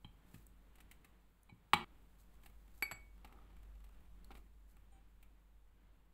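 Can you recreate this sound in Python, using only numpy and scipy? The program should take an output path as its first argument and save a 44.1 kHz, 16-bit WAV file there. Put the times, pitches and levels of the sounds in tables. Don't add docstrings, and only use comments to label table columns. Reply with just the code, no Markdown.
import sys
import numpy as np
from scipy import signal
from scipy.fft import rfft, irfft, next_fast_len
from scipy.io import wavfile
from scipy.ndimage import map_coordinates

SR = 44100
rng = np.random.default_rng(int(sys.argv[2]) if len(sys.argv) > 2 else 0)


def generate_wav(signal):
    frames = np.transpose(np.atleast_2d(signal))
    scaled = np.clip(frames, -1, 1) * 32767
    pcm = np.round(scaled).astype(np.int16)
    wavfile.write(sys.argv[1], SR, pcm)


N = 270377

SNAP = [(3500, -39), (5500, -10.5), (8300, 2.5), (9800, -4), (12000, 1.5), (15500, -0.5)]
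WALL_RATTLE = [(900, -20.5), (1700, -2), (2700, -1.5), (3400, -8), (4100, -9.5), (5200, -18), (8000, -35)]
HOLLOW_KNOCK = [(80, 2), (200, 1), (330, 2.5), (550, -10.5), (810, 3), (980, -10), (1270, 1.5), (1600, -24),
                (2600, -40)]
HISS = [(2350, -36.5), (4000, -4), (5580, -9), (7700, -1), (9100, -5.5), (9810, -5.5), (12500, -0.5),
        (14000, -5), (14900, -0.5), (15800, -3)]


def amp(db):
    return 10 ** (np.asarray(db) / 20)


def unit(x):
    return x / np.sqrt(np.mean(x ** 2) + 1e-20)


def along(points, hz):
    frequencies, values = np.transpose(points)
    return np.interp(np.log(hz + 1), np.log(frequencies + 1), values)


def curves(rows):
    times, *columns = np.transpose(rows)
    return [np.interp(np.arange(N) / SR, times, column) for column in columns]


def wobble(rate_hz):
    return map_coordinates(rng.standard_normal(int(N * rate_hz / SR) + 4), [np.arange(N) * rate_hz / SR])


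def noise(spectrum, size):
    gain = amp(along(spectrum, np.fft.rfftfreq(size, 1 / SR)))
    return unit(irfft(rfft(rng.standard_normal(size)) * gain, size))


def hit_time():
    return np.arange(SR // 2) / SR


def burst(spectrum, t60_s, rise_s):
    t = hit_time()
    return noise(spectrum, len(t)) * amp(-60 * t / t60_s) * (1 - np.exp(-t / rise_s))


def tap(spectrum):
    size = len(hit_time())
    cepstrum = irfft(np.log(amp(along(spectrum, np.fft.rfftfreq(size, 1 / SR)))), size)
    cepstrum[1:size // 2] *= 2
    cepstrum[size // 2:] = 0
    pulse = irfft(np.exp(rfft(cepstrum)), size)
    return pulse / np.abs(pulse).max()


def favour(centre_hz, extra_db):
    return lambda hz: extra_db / (1 + (np.log2(hz / centre_hz) / 0.061) ** 2)


def ring(modes, attack_s, drive_db=lambda hz: 0):
    t = hit_time()
    vibration = np.zeros(len(t))
    for k, (hz, db, t60_s) in enumerate(modes):
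        envelope = amp(db + drive_db(hz) + rng.normal() - 60 * t / t60_s)
        vibration += (-1) ** k * envelope * np.sin(2 * np.pi * hz * t)
    return vibration * (1 - np.exp(-t / attack_s))


def tilt(db, bright_db):
    return db + bright_db, db - bright_db


def add(track, start_s, sound):
    part = track[max(round(start_s * SR), 0):][:len(sound)]
    part += sound[:len(part)]


def background():
    # time_s, hum_db, air_db, hiss_db
    levels = [(0.0, -68, -75, -86), (0.84, -66.5, -72, -86), (1.57, -76.5, -76.5, -88),
              (1.91, -65, -73, -84.5), (2.78, -63.5, -75, -83), (3.41, -62.5, -70.5, -86.5),
              (3.84, -60, -74, -85.5), (6.13, -71, -77, -90)]
    # frequency_hz, relative_density_db
    air_spectrum = [(47, -32.5), (80, 2.5), (128, -8), (182, 2), (216, -8.5), (291, -6), (385, -13),
                    (447, -11.5), (592, -16), (946, -14.5), (3570, -25), (5290, -38.5), (7000, -45),
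                    (9100, -57.5), (15400, -120)]
    rumble_spectrum = [(4, 6), (15, 4), (25, -5.5), (60, -5.5), (100, -17), (200, -52)]
    hum_db, air_db, hiss_db = curves(levels)
    hum_gain = amp(hum_db + 4 + 1.4 * wobble(9.2))
    hum_hz = 49 + 0.8 * wobble(9)
    hum = hum_gain * np.sin(2 * np.pi * np.cumsum(hum_hz) / SR)
    rumble = amp(hum_db - 0.5) * noise(rumble_spectrum, N)
    air = amp(air_db + 1 + 1.1 * wobble(7.8)) * noise(air_spectrum, N)
    hiss = amp(hiss_db + 1.84 + 0.75 * wobble(60)) * noise(HISS, N)
    return hum + rumble + air + hiss


def squeak():
    # harmonic_number, level_db
    harmonics = [(1, 4.5), (2, -11), (3, -10), (4, -13), (5, -14)]
    whistles = [(9, -2), (11, 1)]
    start_s, length_s, attack_s, release_s = 4.916, 0.096, 0.008, 0.025
    ends_hz, sag_hz = 805, 36
    gain_db, fade_db_per_s = -77, 190
    t = np.clip(np.arange(N) / SR - start_s, 0, length_s)
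    envelope = np.minimum(1, np.minimum(t / attack_s, (length_s - t) / release_s))
    jitter = 1 + 0.0099 * wobble(900)
    pitch_hz = (ends_hz - sag_hz * np.sin(np.pi * t / length_s)) * jitter
    phase = 2 * np.pi * np.cumsum(pitch_hz) / SR
    tone = sum(amp(db) * np.sin(k * phase) for k, db in harmonics)
    whistle = sum(amp(db) * np.sin(k * phase) for k, db in whistles)
    return amp(gain_db) * envelope * (tone + amp(-fade_db_per_s * t) * whistle)


def table_bumps():
    # start_s, peak_db
    bumps = [(0.045, -48), (.338, -50.5), (.357, -54), (1.521, -50.5), (2.823, -59), (2.919, -49.5)]
    # frequency_hz, level_db, t60_s
    modes = [(103, 1, 0.072), (176, 0, 0.078), (234, -3, 0.044), (347, -7, 0.03)]
    out = np.zeros(N)
    for start_s, peak_db in bumps:
        wood = ring(modes, attack_s=0.001)
        add(out, start_s, amp(peak_db) * wood / np.abs(wood).max())
    return out


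def rubbing():
    # start_s, length_s, level_db, brightness_db
    strokes = [(0.244, 0.23, -78, 5), (2.173, 0.078, -79, 5.5), (2.327, .03, -75, -2.5),
               (2.408, 0.087, -76, 0.5), (2.679, .21, -79, 2.5), (3.213, 0.276, -79.5, -11),
               (4.302, .13, -75.5, -2.5), (4.669, 0.076, -82.5, 5.5)]
    slip_spread_db = 4.2
    hiss, scrape = np.zeros(N), np.zeros(N)
    for start_s, length_s, db, bright_db in strokes:
        hiss_db, scrape_db = tilt(db, bright_db)
        swell = np.sqrt(np.abs(np.hanning(int(length_s * SR))))
        add(hiss, start_s, amp(hiss_db) * swell)
        add(scrape, start_s, amp(scrape_db) * swell)
    slips = unit(amp(slip_spread_db * wobble(260)))
    return slips * (hiss * noise(HISS, N) + scrape * noise(HOLLOW_KNOCK, N))


def crinkle(count=30):
    squeeze_start_s, squeeze_end_s = 2.0, 4.9
    smallest_db, range_db = -77, 11
    out = np.zeros(N)
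    for when, scatter, size, bright in rng.random((count, 4)):
        start_s = np.interp((when + scatter) / 2, [0, 1], [squeeze_start_s, squeeze_end_s])
        rattle = burst(WALL_RATTLE, t60_s=0.028, rise_s=0.0013)
        knock = burst(HOLLOW_KNOCK, t60_s=0.045, rise_s=0.00059)
        snap = amp(-7.5 + 11 * bright) * burst(SNAP, t60_s=0.016, rise_s=0.00044)
        add(out, start_s, amp(smallest_db + range_db * size) * (rattle + knock + snap))
    return out


def crackles():
    # start_s, level_db, brightness_db
    slips = [(0.3414, -59.5, 3.5), (0.7547, -70, 10.5), (0.783, -67, 0.5), (0.8032, -62.5, 8),
             (0.9119, -58.5, 7.5), (1.0453, -61.5, 5), (2.4337, -66.5, 4), (2.459, -60, 6),
             (3.2457, -56, -1.5), (3.273, -70, 2.5), (3.324, -68, 1), (3.841, -66.5, 5.5),
             (4.3056, -61, -9.5), (4.314, -59.5, -3.5), (4.3512, -60, -1.5), (4.37, -64.5, 2),
             (5.227, -67, 8)]
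    # start_s, level_db, pitch_hz
    ticks = [(0.467, -51, 12500), (1.432, -58, 9570), (4.2454, -51.5, 4295)]
    out, t = np.zeros(N), hit_time()
    for start_s, db, bright_db in slips:
        snap_db, knock_db = tilt(db, bright_db)
        add(out, start_s, amp(snap_db) * burst(SNAP, t60_s=0.037, rise_s=0.002))
        add(out, start_s, amp(db + 3.5) * burst(WALL_RATTLE, t60_s=0.044, rise_s=0.0014))
        add(out, start_s, amp(knock_db + 2.5) * burst(HOLLOW_KNOCK, t60_s=0.064, rise_s=0.00073))
    for start_s, db, pitch_hz in ticks:
        ping = amp(-7 - 60 * t / 0.014) * np.sin(2 * np.pi * pitch_hz * t)
        add(out, start_s, amp(db) * (burst(SNAP, t60_s=0.011, rise_s=0.00059) + ping))
    return out


def glass_clinks():
    # start_s, ring_db, knock_db, favoured_hz, extra_db
    impacts = [(2.8243, -30, -25.5, 2320, 11), (2.83, -58.5, -37, 2276, 4.5),
               (2.9131, -43, -34, 7700, 13.5), (2.9192, -46.5, -34, 7690, 15.5)]
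    # frequency_hz, level_db, t60_s
    modes = [(2240, -19.5, 0.4), (2276, -4.5, 0.042), (2530, -9, 0.023), (4544, -11, 0.086),
             (7750, -19.5, 0.076), (10500, -24, 0.054), (11600, -10, .072), (12600, -29, .07)]
    # frequency_hz, relative_level_db
    nozzle_spectrum = [(60, -17), (180, -13), (350, -2), (520, -11.5), (750, 6.5), (1300, 3), (2300, 3),
                       (3100, -10.5), (6000, -27), (7900, -9.5), (9200, -26), (14500, -18.5), (16000, -33)]
    out = np.zeros(N)
    for start_s, ring_db, knock_db, favoured_hz, extra_db in impacts:
        ringing = ring(modes, attack_s=0.00034, drive_db=favour(favoured_hz, extra_db))
        knock = tap(nozzle_spectrum) + amp(-11) * burst(nozzle_spectrum, t60_s=0.044, rise_s=0.0004)
        add(out, start_s, amp(ring_db) * ringing + amp(knock_db) * knock)
    return out


def bottle_buckles():
    # start_s, ring_db, slap_db, crease_db, panel_hz, extra_db
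    buckles = [(0.0451, -54, -82, -61, 3190, 27), (1.4907, -66.5, -65, -78, 2272, 7.5),
               (1.4948, -56, -83, -78, 2290, 11.5), (1.7339, -18.5, -12.5, -24.5, 1130, 3.5)]
    # frequency_hz, level_db, t60_s
    modes = [(92, -25, 0.16), (173, -15, .12), (232.4, -15.5, 0.12), (351, -20, 0.098), (842, 0.5, 0.038),
             (1102, -5.5, 0.026), (2272, -14, 0.086), (2434, -10.5, 0.043), (2590, -15, 0.042),
             (3007, -11.5, .04), (3180, -18.5, .034), (3990, -8.5, 0.045), (4440, -19.5, 0.037),
             (7600, -26.5, 0.04), (8480, -23, 0.033), (10900, -26, .022)]
    # frequency_hz, relative_level_db
    slap_spectrum = [(100, -24.5), (350, -21), (550, -25.5), (830, -6.5), (1200, 3), (1600, -4.5),
                     (2000, -7.5), (2700, -6.5), (4300, -18.5), (5500, -33), (8000, -34), (15000, -56)]
    crease_spectrum = [(60, -13), (200, -2.5), (380, -2), (520, -15.5), (700, -9), (950, -0.5), (1250, 1.5),
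                       (1600, -12), (2300, -4.5), (3000, -6.5), (4100, -12), (5300, -30.5), (8500, -24),
                       (15800, -34)]
    out, slap = np.zeros(N), tap(slap_spectrum)
    for start_s, ring_db, slap_db, crease_db, panel_hz, extra_db in buckles:
        ringing = ring(modes, attack_s=0.0012, drive_db=favour(panel_hz, extra_db))
        add(out, start_s, amp(ring_db) * ringing + amp(slap_db) * slap)
        add(out, start_s + 0.001, amp(slap_db - 3.5) * slap)
        add(out, start_s + 0.002, amp(crease_db) * burst(crease_spectrum, t60_s=0.045, rise_s=0.00042))
        add(out, start_s + 0.0032, amp(crease_db - 11) * burst(SNAP, t60_s=0.015, rise_s=0.00094))
    return out


def room(x, wet_db, build_s):
    # frequency_hz, t60_s
    decay_times = [(150, 0.87), (1000, 0.35), (4000, 0.33), (12000, 0.24)]
    hz, t, bands = signal.stft(rng.standard_normal(SR // 2), SR, nperseg=256)
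    decay = amp(-60 * t / along(decay_times, hz)[:, None])
    tail = signal.istft(bands * decay, SR, nperseg=256)[1]
    tail *= 1 - np.exp(-np.arange(len(tail)) / SR / build_s)
    return x + amp(wet_db) * signal.fftconvolve(x, tail / np.linalg.norm(tail))[:N]


def scene():
    break_s, fade_s = 1.8455, 0.00048
    gate = np.clip((break_s - np.arange(N) / SR) / fade_s, 0, 1)
    pop = room(bottle_buckles(), wet_db=-14, build_s=0.011) * gate
    clinks = room(glass_clinks(), wet_db=-14, build_s=0.0088)
    handling = room(crackles() + crinkle() + rubbing() + table_bumps(), wet_db=-12, build_s=0.005)
    return (pop + clinks + handling + squeak() + background())[None]


def record(dry):
    cutoff_hz = 15700
    size = next_fast_len(N + SR // 2)
    passband = np.fft.rfftfreq(size, 1 / SR) < cutoff_hz
    return irfft(rfft(dry, size) * passband, size)[..., :N]


dry = scene()
out = record(dry)
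generate_wav(out)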